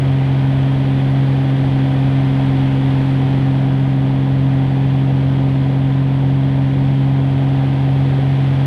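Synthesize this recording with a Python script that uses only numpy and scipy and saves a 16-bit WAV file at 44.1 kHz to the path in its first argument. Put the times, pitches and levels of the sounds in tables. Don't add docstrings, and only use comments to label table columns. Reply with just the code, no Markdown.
import sys
import numpy as np
from scipy import signal
from scipy.fft import rfft, irfft
from scipy.io import wavfile

SR = 44100
rng = np.random.default_rng(int(sys.argv[2]) if len(sys.argv) > 2 else 0)


def wav_out(sig):
    wavfile.write(sys.argv[1], SR, np.round(np.clip(np.atleast_2d(sig).T, -1, 1) * 32767).astype(np.int16))


N = 381906
TIME = np.arange(N) / SR
FREQS = np.fft.rfftfreq(N, 1 / SR)


def amp(db):
    return 10 ** (np.asarray(db) / 20)


def unit(x):
    return x / np.sqrt(np.mean(x ** 2) + 1e-20)


def follow(curve):
    seconds, values = np.transpose(curve)
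    return np.interp(TIME, seconds, values)


def swing_db(curve):
    level = follow(curve)
    return level - level.mean()


def colour(points):
    hz, db = np.transpose(points)
    return np.interp(np.log(FREQS + 1), np.log(hz + 1), db)


def resonances(modes):
    return sum(db / (1 + (2 * (FREQS - hz) / width) ** 2) for hz, width, db in modes)


def noise(spectrum_db):
    return unit(irfft(rfft(rng.standard_normal(N)) * amp(spectrum_db), N))


def wander(rate_hz):
    return noise(-10 * np.log10(1 + (FREQS / rate_hz) ** 6))


# time in seconds, firing and blade rate in Hz.
FIRING_RATE = [(0, 134.61), (0.9, 134.85), (2, 134.62), (2.9, 134.32), (3.2, 134.41), (3.6, 134.28),
               (4.2, 134.44), (4.55, 134.28), (5, 134.64), (5.8, 134.72), (6.3, 135.12), (6.8, 135.45),
               (7.6, 135.6), (8, 135.48), (8.66, 135.46)]

def engine_cycles(jitter_cycles=0.0011):
    steady = np.cumsum(follow(FIRING_RATE)) / SR / 6
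    return steady + jitter_cycles * wander(21)


# time in seconds, level of the octave in dB before trim.
CREST_SHARPNESS = [(0, -25.5), (0.9, -22.9), (1.3, -24.5), (1.7, -22), (2.1, -22.5), (2.8, -20.5),
                   (3.3, -22.5), (4.5, -23), (4.9, -24.5), (5.5, -23), (6.5, -23.5), (7.3, -23.5),
                   (8.66, -27.5)]

def drone(cycles, note_db=-14.65, octave_trim_db=0.26, lean_rad=0.7):
    angle = 2 * np.pi * 6 * cycles
    burn = wander(25)
    note_gain = amp(note_db - 0.21 * swing_db(CREST_SHARPNESS) + 0.27 * wander(2.2))
    octave_gain = amp(follow(CREST_SHARPNESS) + octave_trim_db)
    note = note_gain * (1 + 0.026 * burn) * np.cos(angle)
    octave = octave_gain * (1 + 0.069 * burn) * np.cos(2 * angle + lean_rad)
    return np.sqrt(2) * (note + octave)


# time in seconds, level in dB.
UPPER_SIDE_TONE = [(0, -37), (0.8, -44), (1.7, -43), (2.3, -33), (2.85, -42.4), (3.2, -30), (6.9, -32),
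                   (7.7, -45), (8.1, -35), (8.66, -38)]

def crank_beat(cycles, lower_db=-32.5, thud_db=-42.5):
    crank_angle = 2 * np.pi * 2 * cycles
    thud = amp(thud_db + 1.7 * swing_db(CREST_SHARPNESS)) * np.sin(crank_angle)
    lower = amp(lower_db + 1.1 * wander(1.2)) * np.cos(2 * crank_angle)
    upper = amp(follow(UPPER_SIDE_TONE)) * np.cos(4 * crank_angle)
    shake = 1 + 0.28 * wander(11)
    return np.sqrt(2) * (lower * shake + upper - thud)


# multiple of the cycle rate, average level in dB.
THROB_PARTIALS = [(3, -39.5), (5, -52.5), (7, -51.5), (9, -32.5), (10, -39), (11, -41), (13, -48),
                  (14, -43.5), (15, -47.5), (16, -47), (18, -48.5), (21, -54), (24, -48), (26, -52),
                  (27, -52.5), (30, -47.5), (36, -55), (41, -50.5), (44, -56.5)]

def throb(cycles, drift_db=1.2, shake=0.06):
    partials = np.zeros(N)
    for order, db in THROB_PARTIALS:
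        strength = amp(db + drift_db * wander(0.87)) * (1 + shake * wander(17))
        partials += strength * np.cos(2 * np.pi * (order * cycles + rng.random()))
    return np.sqrt(2) * amp(0.3 * swing_db(CREST_SHARPNESS)) * partials


# time in seconds, relative strength in dB.
AIRFLOW = [(0, -36.5), (1.7, -36), (2.3, -35.5), (3.1, -35.5), (4, -38.5), (5.3, -38), (6.1, -39),
           (7.3, -38.0), (8.3, -36.5), (8.66, -36)]
# frequency in Hz, relative level in dB.
BUFFET_EQ = [(2, -33.5), (8, -22.5), (16, -16), (32, -4), (60, -0.5), (86, 4), (140, 2.5), (230, -2),
             (330, -4), (480, -11), (900, -47), (3000, -100)]

def buffet(level_db=-30, gust_db=0.2):
    stir_db = 0.15 * swing_db(AIRFLOW) + 0.2 * swing_db(CREST_SHARPNESS)
    return amp(level_db + stir_db + gust_db * wander(5)) * noise(colour(BUFFET_EQ))


# frequency in Hz, relative level in dB.
ROAR_EQ = [(10, -52), (100, -23), (250, -1), (340, -1), (450, -2), (580, -1), (850, -4.5), (1020, -8),
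           (1120, -16.5), (1600, -30), (5000, -100)]
# centre in Hz, width in Hz, boost or cut in dB.
PANEL_MODES = [(267, 16, 6), (392, 45, 3), (462, 30, -2), (495.5, 31, 4.5), (543, 22, -4), (662, 40, 2),
               (764, 65, 3), (1010, 40, 2.5)]

def airframe_roar(level_db=-30.5, gust_db=0.5):
    gain = amp(level_db + 0.45 * swing_db(AIRFLOW) + gust_db * wander(31))
    return gain * noise(colour(ROAR_EQ) + resonances(PANEL_MODES))


# time in seconds, level in dB before trim and swell depth.
PANEL_SWELLS = [(0, -39.5), (0.5, -41.5), (1.2, -37.5), (3.4, -38.5), (4.1, -41), (4.7, -37.5), (5.8, -42),
                (6.8, -41), (7.7, -36), (8.66, -39)]

def singing_panel(hz=770, width_hz=80, trim_db=-3.5, swell_depth=1.8):
    detuning = 2 * (FREQS - hz) / width_hz
    gain = amp(follow(PANEL_SWELLS).mean() + swell_depth * swing_db(PANEL_SWELLS) + trim_db)
    return gain * noise(-20 * np.log10(1 + detuning ** 2))


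# frequency in Hz, relative level in dB.
HISS_EQ = [(100, -61), (600, -15), (1130, -3), (1330, -4), (1550, -0.5), (2100, -1.5), (2700, -5.5),
           (3300, -3.5), (3850, -11), (4700, -17.5), (5300, -23.5), (6050, -26), (6600, -30.5),
           (10200, -30.5), (12400, -40), (15000, -50.5)]
# centre in Hz, width in Hz, boost in dB.
HOUSING_CAVITIES = [(1226, 70, 4.5), (1470, 90, 1), (1950, 71, 1.5), (2460, 56, 1.5), (2680, 82, 0.5),
                    (3340, 260, 1), (10000, 500, 1)]

def slipstream(level_db=-37, eddy_db=0.31):
    gain = amp(level_db + swing_db(AIRFLOW) + eddy_db * wander(30))
    return gain * noise(colour(HISS_EQ) + resonances(HOUSING_CAVITIES))


def flutter(pressure, centre=0.1, knee=0.36):
    excursion = (pressure - centre) / knee
    return unit(1 / np.sqrt(1 + excursion ** 2))


def scene():
    cycles = engine_cycles()
    pressure = drone(cycles) + crank_beat(cycles) + throb(cycles) + buffet()
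    rush = airframe_roar() + singing_panel() + slipstream()
    return (pressure + flutter(pressure) * rush)[None]


def record(dry, ceiling=0.54, cutoff_hz=15100):
    rounded = dry / (1 + (dry / ceiling) ** 8) ** (1 / 8)
    lowpass = signal.firwin(511, cutoff_hz, window=("kaiser", 9), fs=SR)
    return signal.oaconvolve(rounded, lowpass[None], "same")


dry = scene()
out = record(dry)
wav_out(out)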